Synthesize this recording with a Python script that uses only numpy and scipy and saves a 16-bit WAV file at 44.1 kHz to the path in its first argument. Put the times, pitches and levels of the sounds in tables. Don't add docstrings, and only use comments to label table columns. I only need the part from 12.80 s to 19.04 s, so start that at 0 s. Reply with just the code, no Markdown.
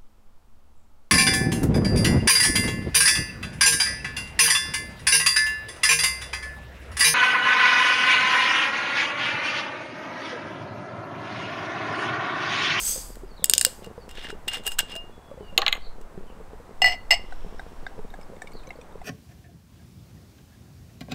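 import sys
import numpy as np
from scipy import signal
from scipy.fft import rfft, irfft, next_fast_len
from scipy.io import wavfile
from scipy.ndimage import map_coordinates

SR = 44100
rng = np.random.default_rng(int(sys.argv[2]) if len(sys.argv) > 2 else 0)


def generate_wav(sig):
    pcm = np.round(np.clip(np.atleast_2d(sig).T, -1, 1) * 32767).astype(np.int16)
    wavfile.write(sys.argv[1], SR, pcm)


def nominal_scale(level):
    x = np.asarray(level, float) / 20
    return 10 ** x


N = 275184
AGE = np.arange(SR // 3) / SR

# (pitch [Hz], level [dB], t60 [s])
BOTTLE = [(2826, 10, 0.41), (5120, -7.5, 0.14), (3750, -24, 0.136), (4600, -21.5, 0.15), (2040, -12, 0.071),
          (760, -10.5, 0.044)]


def unit(x):
    return x / np.sqrt(np.mean(x ** 2) + 1e-20)


def along(points, hz):
    f, v = np.transpose(points)
    return np.interp(np.log(hz + 1), np.log(f + 1), v)


def curves(rows):
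    s, *cols = np.transpose(rows)
    return [nominal_scale(np.interp(np.arange(N) / SR, s, c, -200, -200)) for c in cols]


def wobble(rate, step=16):
    at = np.arange(0, N + step, step)
    knots = rng.standard_normal(int(N * rate / SR) + 4)
    return np.interp(np.arange(N), at, map_coordinates(knots, [at * rate / SR]))


def filtered(x, response):
    m = next_fast_len(len(x) + 4096)
    return irfft(rfft(x, m) * response(np.fft.rfftfreq(m, 1 / SR)), m)[:len(x)]


def peak(f, hz, width_hz):
    return 1j * f * width_hz / (hz * hz - f * f + 1j * f * width_hz)


def hiss(response, size=N):
    return unit(filtered(rng.standard_normal(size), response))


def add(track, s, sound):
    part = track[round(s * SR):][:len(sound)]
    part += sound[:len(part)]


def ring(modes, free, scatter_db, contact=0.00042, pull=lambda hz: 0 * AGE):
    t = AGE[:round(SR * free * max(m[2] for m in modes)) + 1]
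    start = np.sin(np.pi / 2 * np.minimum(t / contact, 1)) ** 2
    tone = 0
    for k, (hz, db, t60) in enumerate(modes):
        decay = nominal_scale(db + scatter_db * rng.standard_normal() - 60 * t / (t60 * free))
        cycles = hz * t + k / 2 + pull(hz)[:len(t)]
        tone = tone + decay * np.sin(2 * np.pi * cycles)
    return np.pad(start * tone, (0, len(AGE) - len(t)))


def crack(colours_db, t60, tail_db):
    centres = [1600, 4010, 7930, 12460]
    widths = [0.22, 0.57, 0.16, 0.27]
    bands = 0
    for hz, w, db in zip(centres, widths, colours_db):
        bands = bands + nominal_scale(db) * hiss(lambda f: np.exp(-(np.log((f + 1) / hz) / w) ** 2), size=len(AGE))
    decay = nominal_scale(-60 * AGE / t60) + nominal_scale(tail_db - 12 * AGE / t60)
    return bands * decay * (1 - np.exp(-AGE / 0.00035))


def clatter(peaks, low_hz, high_hz):
    def response(f):
        edges = 1 / (1 + (f / high_hz) ** 10) / (1 + (low_hz / (f + 1)) ** 10)
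        return edges * sum((-1) ** k * nominal_scale(db) * peak(f, hz, w) for k, (hz, w, db) in enumerate(peaks))
    return hiss(response, size=len(AGE))


def air():
    # (time [s], level [dB])
    gusts = [(0.0, -50.5), (1.22, -47), (1.36, -32), (1.82, -47), (1.93, -32.5), (2.36, -48.5), (3.01, -29),
             (3.3, -40.5), (3.51, -30), (3.94, -43.5), (4.0, -32.5), (4.48, -32), (4.57, -22), (4.8, -35.5),
             (5.68, -45), (5.74, -31.5), (6.01, -49.5), (6.24, -32)]
    # (frequency [Hz], level [dB per Hz])
    buffet_colour = [(2.9, -19), (5.0, 11.5), (21, 0.5), (33, -12.5), (70, -33.5), (91, -62), (150, -120)]
    # (time [s], level [dB])
    hum_level = [(0.0, -49), (0.31, -52), (2.05, -51), (2.38, -53), (2.82, -51.5), (3.08, -53),
                 (4.83, -50.5), (6.24, -52)]
    # (frequency [Hz], level [dB per Hz])
    hum_colour = [(29, -19), (50, -3.5), (106, -15.5), (420, -19.5), (934, -19.5), (1700, -28.5),
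                  (2910, -37.5), (16200, -50.5)]
    # (time [s], pitch [Hz], level [dB])
    engine = [(0, 36.2, -42), (.45, 35.1, -38.5), (.7, 33, -52.5), (.9, 32, -73)]
    hum = hiss(lambda f: nominal_scale(along(hum_colour, f)) * (1 + 0.5 * abs(peak(f, 8000, 810))))
    hum = curves(hum_level)[0] * nominal_scale(3.0) * hum
    murmur = filtered(hum, lambda f: (f > 130) / (1 + (f / 1500) ** 4))
    hum = hum + (nominal_scale(0.77 * wobble(14)) - 1) * murmur
    s, hz, db = np.transpose(engine)
    turns = np.cumsum(np.interp(np.arange(N) / SR, s, hz)) / SR
    motor = curves(np.c_[s, db])[0] * np.sin(2 * np.pi * turns)
    buffet = unit(nominal_scale(3.2 * wobble(4.0)) * hiss(lambda f: nominal_scale(along(buffet_colour, f))))
    return curves(gusts)[0] * buffet + hum + motor


def fire():
    # (time [s], peak level [dB], thump [dB])
    pops = [(0.16, -29, -27), (0.434, -34, -13), (0.624, -32.5, -3), (0.695, -35.5, -8), (0.761, -35, -2),
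            (0.867, -28, -35), (1.066, -35, -26), (1.072, -27.5, -3), (1.179, -30, -19), (1.528, -30, -15),
            (1.771, -34, -30), (1.865, -34, -32), (2.514, -30.5, -25), (2.576, -33.5, -15),
            (2.608, -30.5, -10), (2.629, -34, -10.5), (2.727, -33.5, 1), (3.069, -38, -25),
            (3.377, -28.5, -0.5), (3.602, -34.5, -5), (3.733, -34.5, -26.5), (3.8, -36, -6.5),
            (4.663, -33.5, 2.5), (5.18, -34, -27), (5.191, -27, -10), (5.534, -35.5, -6),
            (5.75, -36.5, -20), (5.878, -33.5, -6), (5.988, -34.5, -26)]
    out, kicks = np.zeros(N), np.zeros(N)
    push = nominal_scale(-7.0) * (AGE / 0.00023) * np.exp(1 - AGE / 0.00042)
    for s, db, thump_db in pops:
        hz = 455.7 * (1 + 0.096 * rng.standard_normal())
        hollow = [(hz, -1.5, .03), (2.044 * hz, -14, .015), (190, thump_db - 6.0, .04)]
        add(out, s, nominal_scale(db) * (push + ring(hollow, 2.2, 1.6, contact=0.0013)))
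    when, size = rng.random((250, 2)).T
    kicks[(when * (N - 1)).astype(int)] = nominal_scale(-8 + 15 * size ** 2)
    return out + filtered(kicks, lambda f: (peak(f, 438, 180) + 0.71 * peak(f, 210, 90)) / (1 + 1j * f / 750) ** 3)


def birds():
    # (time [s], length [s], start pitch [Hz], end pitch [Hz], level [dB])
    whistles = [
        (0.462, 0.1, 5300, 4300, -66),
        (1.18, 0.075, 5250, 4400, -65),
        (2.598, 0.16, 3130, 2780, -59),
        (2.202, 0.42, 3460, 3370, -71),
        (2.637, .05, 4800, 4500, -69),
        (2.982, .032, 3000, 4650, -66),
    ]
    # (time [s], start pitch [Hz], end pitch [Hz], level [dB], sweeps [count])
    chirps = [
        (0.555, 4600, 3600, -52, 6.1),
        (3.008, 4790, 3750, -48.5, 4.6),
        (3.46, 3300, 2900, -59, 3),
        (5.725, 4800, 3840, -55, 5),
    ]
    out = np.zeros(N)
    calls = [(*w, 2.5) for w in whistles]
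    for s, start_hz, end_hz, db, sweeps in chirps:
        for k in range(round(1.6 * sweeps)):
            late = rng.random()
            shift = 140 * rng.standard_normal() - 55 * k
            calls.append((s + 0.008 * (k + 1.5 * late), 0.0238, start_hz + shift, end_hz + shift, db - 6.0, 1))
    for s, length, start_hz, end_hz, db, bend in calls:
        u = np.arange(round(length * SR)) / (length * SR)
        pitch = end_hz + (start_hz - end_hz) * (1 - u) ** bend
        add(out, s, nominal_scale(db) * np.sin(np.pi * u) ** 0.55 * np.sin(2 * np.pi * np.cumsum(pitch) / SR))
    return out * nominal_scale(1.8 * wobble(45) + 4.1 * wobble(250))


def yard(x, echo_db, tail_db):
    # (frequency [Hz], t60 [s])
    decay = [(300, 0.54), (3000, 0.32), (8000, 0.22), (15000, 0.039)]
    hz, t, z = signal.stft(rng.standard_normal(SR // 3), SR, nperseg=256)
    tail = signal.istft(z * nominal_scale(-60 * t / along(decay, hz)[:, None]), SR, nperseg=256)[1]
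    tail = tail / np.linalg.norm(tail)
    echo_s = .0145
    echo = filtered(x, lambda f: peak(f, 7700, 11000) ** 2 * np.exp(-2j * np.pi * f * echo_s))
    return x + nominal_scale(echo_db) * echo + nominal_scale(tail_db) * signal.fftconvolve(x, tail)[:N]


def grind():
    # (time [s], level [dB])
    slides = [
        [(4.05, -62), (4.065, -33), (4.1, -38), (4.135, -39), (4.16, -59)],
        [(4.306, -44), (4.315, -31), (4.34, -39.5), (4.365, -59.5)],
    ]
    # (time [s], level [dB])
    jolt = [(3.99, -70), (4.03, -45), (4.12, -50), (4.25, -56.5), (4.38, -49.5), (4.45, -70)]
    level = sum(curves(slide)[0] for slide in slides)
    grains = nominal_scale(3 * wobble(350))
    rough = grains * hiss(lambda f: peak(f, 2050, 450) ** 2 - 0.62 * peak(f, 2900, 600) ** 2
                          + .35 * peak(f, 5000, 1100) ** 2 + 0.35 * peak(f, 810, 200) ** 2)
    return level * unit(rough) + curves(jolt)[0] * hiss(lambda f: peak(f, 68, 40) ** 2)


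def pouring():
    # (time [s], note level [dB], pitch [Hz], spray [dB])
    gulps = [
        (4.5233, -29, 1510, -60.5),
        (4.7944, -24.5, 1570, -58),
        (5.0654, -20.5, 1600, -60),
        (5.339, -32, 1660, -58),
        (5.619, -25, 1776, -45),
        (5.905, -24.5, 2123, -61),
        (6.2152, -41.5, 2025, -62),
    ]
    # (time [s], note level [dB], pitch [Hz], spray [dB])
    slops = [
        (5.4125, -41.5, 2246, -57),
        (5.5644, -44, 2140, -69.5),
        (5.672, -31.5, 2260, -57),
        (5.7183, -44, 2200, -56),
        (5.834, -44.5, 2480, -65),
        (5.871, -41, 2260, -59),
        (6.013, -40.5, 2460, -58),
    ]
    # (time [s], peak level [dB], pitch [Hz])
    drips = [(4.786, -45, 5370), (5.303, -45.5, 3730), (5.431, -46, 5140), (5.5553, -54, 7020),
             (5.734, -40, 4500), (5.8711, -39.5, 6170), (5.891, -43, 4010), (5.929, -54.5, 3370),
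             (5.9585, -48.5, 4490), (6.123, -49.5, 3650)]
    # (time [s], level [dB])
    foam = [(4.38, -70), (4.5, -61), (5.1, -67.5), (5.35, -81)]
    out = np.zeros(N)
    hold = np.exp(-(AGE / 0.011) ** 3)
    taps = [(*g, -33.5, -18.5) for g in gulps] + [(*s, -71, -11.5) for s in slops]
    for s, db, hz, spray_db, thud_db, upper_db in taps:
        fizz_db = spray_db - db
        spread = 1 + 0.042 * rng.standard_normal(2)
        low_modes = [(hz, -3, .08), (1.267 * hz, -12, .05), (740, thud_db - db + 2.0, .08)]
        high_modes = [(3750 * spread[0], upper_db, .04), (5500 * spread[1], fizz_db + 2.5, .03)]
        note = hold * ring(low_modes, 0.55, 0.14, contact=0.0017)
        upper = ring(high_modes, 0.8, 2.5, contact=.0007)
        spray = crack([-30, upper_db - 11, fizz_db, fizz_db - 13.5], 0.045, -26)
        add(out, s, nominal_scale(db) * (note + upper + spray))
    for s, db, hz in drips:
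        add(out, s, nominal_scale(db) * ring([(hz, -1.5, .025), (3.2 * hz, -7, .015)], 0.85, 1.28, contact=0.0011))
    fizz = nominal_scale(2.14 * wobble(540)) * hiss(lambda f: peak(f, 5330, 590) ** 2 + peak(f, 2960, 1800) ** 2)
    return out + curves(foam)[0] * unit(fizz)


def clinks():
    # (time [s], peak level [dB], glass over bottle [dB], joint over bottle [dB], joint pitch [Hz])
    contacts = [(4.0187, -4.5, -1, 3, 749), (4.0433, -10.5, 5.5, 6.5, 732), (4.0589, -8, 0, -1.5, 750),
                (4.068, -14, 5, -2.5, 735), (4.076, -12.5, -5.5, 2.5, 710), (4.0837, -16, 0.5, 4, 730),
                (4.096, -19, 0.5, 1.5, 720), (4.107, -23, 2, 4.5, 720), (4.114, -26, -3, 7, 710),
                (4.1211, -22, 3.5, 0.5, 747), (4.131, -30, 0.5, 7.5, 770), (4.14, -25, -8, 7.5, 715),
                (4.149, -34, 7, 9, 730), (4.3072, -5, 4, -3, 772), (4.3105, -2.5, -3.5, -14, 713),
                (4.314, -12.5, 8.5, -1, 720), (4.319, -5.5, -0.5, -7, 662), (4.325, -11.5, 6, 1, 704),
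                (4.329, -16, 4, 0, 684), (4.334, -11.5, -1.5, 5.5, 712), (4.34, -11.5, -10, -6.5, 773),
                (4.347, -19, -1, -33, 770), (4.357, -25, 1, 1, 806), (4.373, -31.5, -21, -13, 760)]
    # (pitch [Hz], level [dB], t60 [s])
    tumbler = [(1992, 1, .3), (1912, -14, .1), (1789, -20, .12), (2500, -19, .12), (3870, -25, .1),
               (4180, -23, .12), (4385, -12, .3), (4640, -25, .12), (6170, -27, .2), (11760, -29, .06),
               (12330, -24, .07), (13130, -33, .05), (14490, -35, .08)]
    # (pitch [Hz], level [dB], t60 [s])
    tilted = [(710, -15.5, 0.27), (1176, -31, 0.14), (2690, -26, 0.12), (2832, -2, .25), (5177, -5, .11),
              (2930, -13, 0.17), (2920, -19.5, 0.086), (5060, -13, 0.11), (7100, -28.5, 0.13),
              (7950, -13, 0.068)]
    # (time [s], pitch [Hz])
    pressure = [
        [(4.018, 1992), (4.095, 1992), (4.118, 2045), (4.145, 2065), (4.17, 1995)],
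        [(4.306, 2015), (4.322, 2060), (4.345, 2115), (4.366, 2180), (4.385, 2090)],
    ]
    # (time [s], level [dB], modes (pitch [Hz], level [dB], t60 [s]))
    parted = [
        (4.152, -44.5, [(1995, -5, 0.33), (4390, -2, 0.59), (2810, -3, 0.33)]),
        (4.375, -49, [(2020, -8, 0.34), (2930, -8, 0.46), (5200, 3, 0.31), (7940, -11, .3)]),
    ]
    out, times = np.zeros(N), np.transpose(contacts)[0]
    for s, db, glass_db, joint_db, joint_hz in contacts:
        firm = s > 4.25
        both = list(tilted)
        for hz, level, t60 in tumbler:
            dulled_db = firm * -3.5 * (4000 - hz) / 2000 * (hz < 7000)
            both.append((hz, glass_db + level + dulled_db, t60))
        joint = [(joint_hz, joint_db - 2.5, 0.071), (2070 * (joint_hz / 740) ** 0.77, -12.5 + 7 * firm, 0.071)]
        pressed = [(hz, 240, level) for hz, level, t60 in both]
        strongest_hz = np.interp(s + AGE, *np.transpose(pressure[int(firm)]))
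        lift = np.cumsum(strongest_hz - tumbler[0][0]) / SR

        def pull(hz):
            higher = firm * (hz < 7000) * (0.6 * lift + 80 * AGE)
            return (lift if hz < 2100 else higher) * any(hz == mode[0] for mode in tumbler)

        next_contacts = times[(times > s) & (times < s + .2)]
        choke = nominal_scale(-8 * sum(np.clip((AGE - later + s) / 0.0056, 0, 1) for later in next_contacts))
        vessels = ring(both, 0.54 if firm else 0.65, 1.9, contact=0.000091 * nominal_scale(-.9 * db), pull=pull)
        struck = choke * (vessels + ring(joint, 0.93, 0, contact=0.00075))
        touch = nominal_scale(db - 14 + 5.1 * firm - 60 * AGE / 0.019) * clatter(pressed, 460, 13000)
        add(out, s, nominal_scale(db - 7.0) * struck + touch)
    for s, db, modes in parted:
        add(out, s, nominal_scale(db) * ring(modes, 0.52, 0, contact=.008))
    return filtered(out, lambda f: (1j * f / (420 + 1j * f)) ** 3 * 0.98)


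def cap_drop():
    # (time [s], peak level [dB], wood under it [dB], metal edge under it [dB], blow colour [Hz])
    bounces = [
        (2.7776, -3, -18, -19.5, 4000),
        (2.818, -12.5, -11, -32, 4250),
        (2.864, -9, -13.5, -35, 3600),
        (2.8803, -8, -27, -27, 3100),
        (2.9242, -31, -25, -9, 3000),
        (2.9267, -8.5, -25.5, -28.5, 2850),
        (2.9484, -34, -8, -15, 2100),
        (2.9531, -28, -12, -23, 2700),
        (2.9675, -35, -11, -19, 2100),
    ]
    board_colours = [617, 1030, 1150, 800, 900, 910, 897, 900, 900]
    # (pitch [Hz], width [Hz], level [dB])
    shell = [(1560, 270, -3.5), (2065, 99, -1.5), (2750, 650, 2.5), (3300, 350, 1), (3810, 300, -2.5),
             (4250, 330, 0), (5730, 620, -9)]
    # (pitch [Hz], level [dB], t60 [s])
    edge = [(6710, 2, 0.076), (13200, -4.5, 0.079), (12300, -17.5, .05), (15160, -15.5, 0.051)]
    # (pitch [Hz], width [Hz], level [dB])
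    boards = [(382, 51, 0), (490, 70, -3), (670, 120, -5), (815, 40, -0.5), (1128, 95, -1),
              (1850, 280, 0.5)]
    out = np.zeros(N)
    rattle_decay = nominal_scale(-6.5 - 60 * AGE / 0.026) + nominal_scale(-33 - 60 * AGE / 0.14)
    wood_decay = nominal_scale(-60 * AGE / 0.11) * (1 - np.exp(-AGE / 0.0024))
    for (s, db, wood_db, edge_db, face_hz), board_hz in zip(bounces, board_colours):
        struck = [(hz, level + (3 * db - 15) * np.log(hz / face_hz) ** 2, 3.1 / w) for hz, w, level in shell]
        loose = [(hz, w, level - 22 * np.log(hz / face_hz) ** 2) for hz, w, level in shell[1:-1]]
        knocked = [(hz, w, level - 12 * np.log(hz / board_hz) ** 2) for hz, w, level in boards]
        rattle = rattle_decay * clatter(loose, 900, 4100)
        wood = wood_decay * clatter(knocked, 330, 2000)
        blow = ring(struck, 1.1, 1.5)
        add(out, s, nominal_scale(db - 0.5) * blow + nominal_scale(db) * rattle + nominal_scale(db + wood_db + 1.0) * wood)
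        add(out, s, nominal_scale(db + edge_db + 3.5) * ring(edge, 0.44, 1.5, contact=0.00082))
        add(out, s, nominal_scale(db + edge_db - 5.5) * crack([-41, 0, 8.5, -22], 0.01, -30))
    return out


def gas():
    # (time [s], level [dB])
    puffs = [
        [(0.0, -32.5), (0.09, -26.5), (0.2, -37.5), (0.33, -52), (0.45, -67.5)],
        [(0.64, -63), (0.81, -40), (0.864, -43), (1.002, -56), (1.1, -74)],
    ]
    # (pitch [Hz], width [Hz], level [dB])
    gaps = [(3323, 570, -19), (4800, 590, -7.5), (6284, 460, -2), (8070, 322, 0.5), (9300, 620, -12.5),
            (11500, 804, -15), (12615, 1000, -9), (13970, 900, -14)]
    swelling = [.01, -.05, 0.71, .3, 0.13, 0.017, 0.051, .05]
    # (frequency [Hz], level [dB per Hz])
    jet_colour = [(710, -65), (1200, -23.5), (4040, -21), (6100, -13), (7820, -8.5), (10100, -14.5),
                  (12300, -21), (16000, -19.5)]
    level = sum(curves(puff)[0] for puff in puffs)
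    whistling = 0
    for (hz, w, db), grows in zip(gaps, swelling):
        flutter = nominal_scale(db + 2.1 * wobble(11.1) + 1.8 * wobble(70))
        swell = (level / nominal_scale(-31.5)) ** grows
        whistling = whistling + swell * flutter * hiss(lambda f: peak(f, hz, w) ** 2) / 4
    jet = nominal_scale(1.5 * wobble(300)) * hiss(lambda f: nominal_scale(along(jet_colour, f)))
    return level * (nominal_scale(7.5) * whistling + nominal_scale(-3.5) * jet)


def seal_snaps():
    # (time [s], bottle level [dB], crack over it [dB], extra bite at 4 kHz [dB])
    snaps = [
        (0.6423, -0.5, -1, 1.5),
        (0.697, -1, 3.5, -2),
        (0.736, -5.5, 5.5, 6),
        (0.78, -2.5, 1.5, -0.5),
        (0.8119, -2, 4.5, -0.5),
        (0.8492, 5.5, -5, 6),
    ]
    # (low crack [dB], top crack [dB], favoured mode [Hz])
    bridges = [(-0.5, 5, 3200), (-1.5, -2, 8900), (-1.5, 4, 6900), (-10, -2, 5200), (5, -9.5, 2800),
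               (4, 4, 4630)]
    snap_colour = [-27.5, -17.5, -8.5, -15.5]
    # (pitch [Hz], level [dB], t60 [s])
    skirt = [(1542, 0.5, 0.016), (4090, -19, .06), (4673, -5, 0.0492), (5200, -2, 0.042),
             (6900, 0.5, 0.037), (8400, -2, 0.03535), (8910, -4.5, 0.0259)]
    out = np.zeros(N)
    held = [(hz, level / 4, t60) for hz, level, t60 in BOTTLE]
    for (s, db, over, bite), (low_db, top_db, side_hz) in zip(snaps, bridges):
        colours = over + np.add(snap_colour, [low_db, bite, 0, top_db])
        jolted = [(hz, level + 5 - 9 * abs(np.log(hz / side_hz)) ** .5, t60) for hz, level, t60 in skirt]
        add(out, s, nominal_scale(db + 8.0) * crack(colours, 0.0064, -24.0))
        add(out, s, nominal_scale(db - 31.5) * ring(held, 0.22, 1.6))
        add(out, s, nominal_scale(db + over - 19.5) * ring(jolted, 0.72, 1.4))
    return out


def thread_ticks():
    # (time [s], bottle level [dB], crack over it [dB], brightness [dB per colour])
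    ticks = [(0.355, -51.5, 18.5, -0.5), (1.0442, -30.5, -0.5, -2), (1.0616, -35, -3, -1),
             (1.2913, -35.5, 5.5, -1.5), (1.311, -28.5, -5, -0.5), (1.353, -40, 2, -2),
             (1.373, -24, -10, -10), (1.397, -42, 0, -4), (1.445, -27, -1.5, -15.5), (1.469, -28, -6, -18),
             (1.4867, -36, 6, -9), (1.5027, -37, 13, -8.5), (1.6797, -27, 8, -1.5), (1.682, -7.5, -10, 0.5),
             (1.716, -25, -7.5, -14), (1.7343, -16.5, -5, -3), (1.744, -21, -4, -1), (1.77, -37, 6, -1),
             (1.836, -38, 2, -3), (1.852, -42, -4, -5), (1.8594, -31, -6, 4), (1.866, -14, -1, 1.5),
             (1.876, -17, 3, 2.5), (1.918, -17, -7, 0), (1.986, -13.5, -1, 1), (1.9898, -5, 2.5, 0),
             (2.006, -24, -16, -1), (2.118, -21.5, -10, -4), (2.139, -21.5, -18, -11), (2.1531, -28, 2, -1),
             (2.163, -22, -1.5, -1), (3.213, -47.5, 9, -1.5)]
    tick_colour = [-12.5, -11.5, -10.5, -14.5]
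    out = np.zeros(N)
    for s, db, over, bright in ticks:
        colours = over + np.add(tick_colour, bright * (np.arange(4) - 1))
        add(out, s, nominal_scale(db) * crack(colours, 0.016, -29.5) + nominal_scale(db - 21.5) * ring(BOTTLE, 0.185, 0.75))
    return out


def strokes():
    # (peak time [s], rise [s], fall [s], rub level [dB], looseness [dB])
    turns = [(1.051, 0.05, 0.021, -57, -2), (1.30, 0.018, 0.046, -56, 0), (1.385, 0.086, 0.056, -48, -26),
             (1.454, 0.08, 0.049, -44, -5.5), (1.5, 0.026, 0.031, -44.5, -3),
             (1.681, 0.0069, 0.024, -32.5, -9), (1.741, 0.058, 0.085, -38, -2.5),
             (1.877, 0.044, 0.014, -42, 14.5), (1.92, 0.046, 0.042, -55, 16.5),
             (2.005, 0.03, 0.012, -31, -5.5), (2.115, 0.06, 0.056, -47, 0), (2.162, .025, 0.028, -64, 0)]
    t, out = np.arange(N) / SR, 0
    for s, rise, fall, db, loose in turns:
        shape = nominal_scale(db - 41.5 * np.maximum((s - t) / rise, (t - s) / fall) ** 2)
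        out = out + shape * nominal_scale(np.array([[0], [-1 + loose], [13 + 0.48 * loose]]))
    return out


def cap_rubbing():
    rub, fizz, sing = strokes()
    grain = nominal_scale(3.2 * wobble(400) + 1.2 * wobble(90))
    rasp = grain * hiss(lambda f: peak(f, 2180, 1790) ** 2 + 1.14 * peak(f, 3130, 920) ** 2
                        + 0.18 * peak(f, 5100, 800) ** 2)
    rustle = nominal_scale(4.5 * wobble(120)) * hiss(lambda f: peak(f, 7900, 1100) - 0.59 * peak(f, 9800, 440)
                                           + 0.24 * peak(f, 12500, 800) + 0.33 * peak(f, 6800, 500))

    def body(f):
        return sum((-1) ** k * nominal_scale(db) * peak(f, hz, 9 / t60) for k, (hz, db, t60) in enumerate(BOTTLE))

    singing = filtered(sing * rng.standard_normal(N), body) / np.std(filtered(rng.standard_normal(N), body))
    return unit(rasp) * rub * nominal_scale(3.0) + unit(rustle) * fizz * nominal_scale(-5.5) + nominal_scale(-7.5) * singing


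def cap_leaves():
    # (time [s], level [dB], pitch [Hz], t60 [s])
    s, db, hz, t60 = (2.153, -35, 650, .16)
    out = np.zeros(N)
    swell = nominal_scale(db - 60 * AGE / t60) * (1 - np.exp(-AGE / 0.002))
    add(out, s, swell * np.sin(2 * np.pi * hz * (AGE + .5 * AGE ** 2)))
    add(out, s + 0.0073, nominal_scale(-39) * ring(BOTTLE, 0.74, 0.35))
    return out


def scene():
    outdoors = air() + fire()
    opening = gas() + seal_snaps() + thread_ticks() + cap_rubbing() + cap_leaves()
    raised = yard(opening, echo_db=-14, tail_db=-19)
    dropped = yard(cap_drop(), echo_db=-20.5, tail_db=-22.5)
    poured = yard(clinks() + pouring(), echo_db=-54, tail_db=-21)
    far_birds = yard(birds(), echo_db=-18.5, tail_db=-4.5)
    return (raised + dropped + poured + far_birds + outdoors + grind())[None]


def top_cut(x):
    return signal.sosfilt(signal.butter(12, 16390, fs=SR, output="sos"), x)


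def record(dry):
    top_hz, roll_hz = 15900, 300
    mix = filtered(dry[0], lambda f: np.sin(np.pi / 2 * np.clip((top_hz - f) / roll_hz, 0, 1)) ** 2)[None]
    clipped = mix / (1 + np.abs(mix) ** 10) ** (1 / 10)
    return top_cut(clipped)


dry = scene()
out = record(dry)
generate_wav(out)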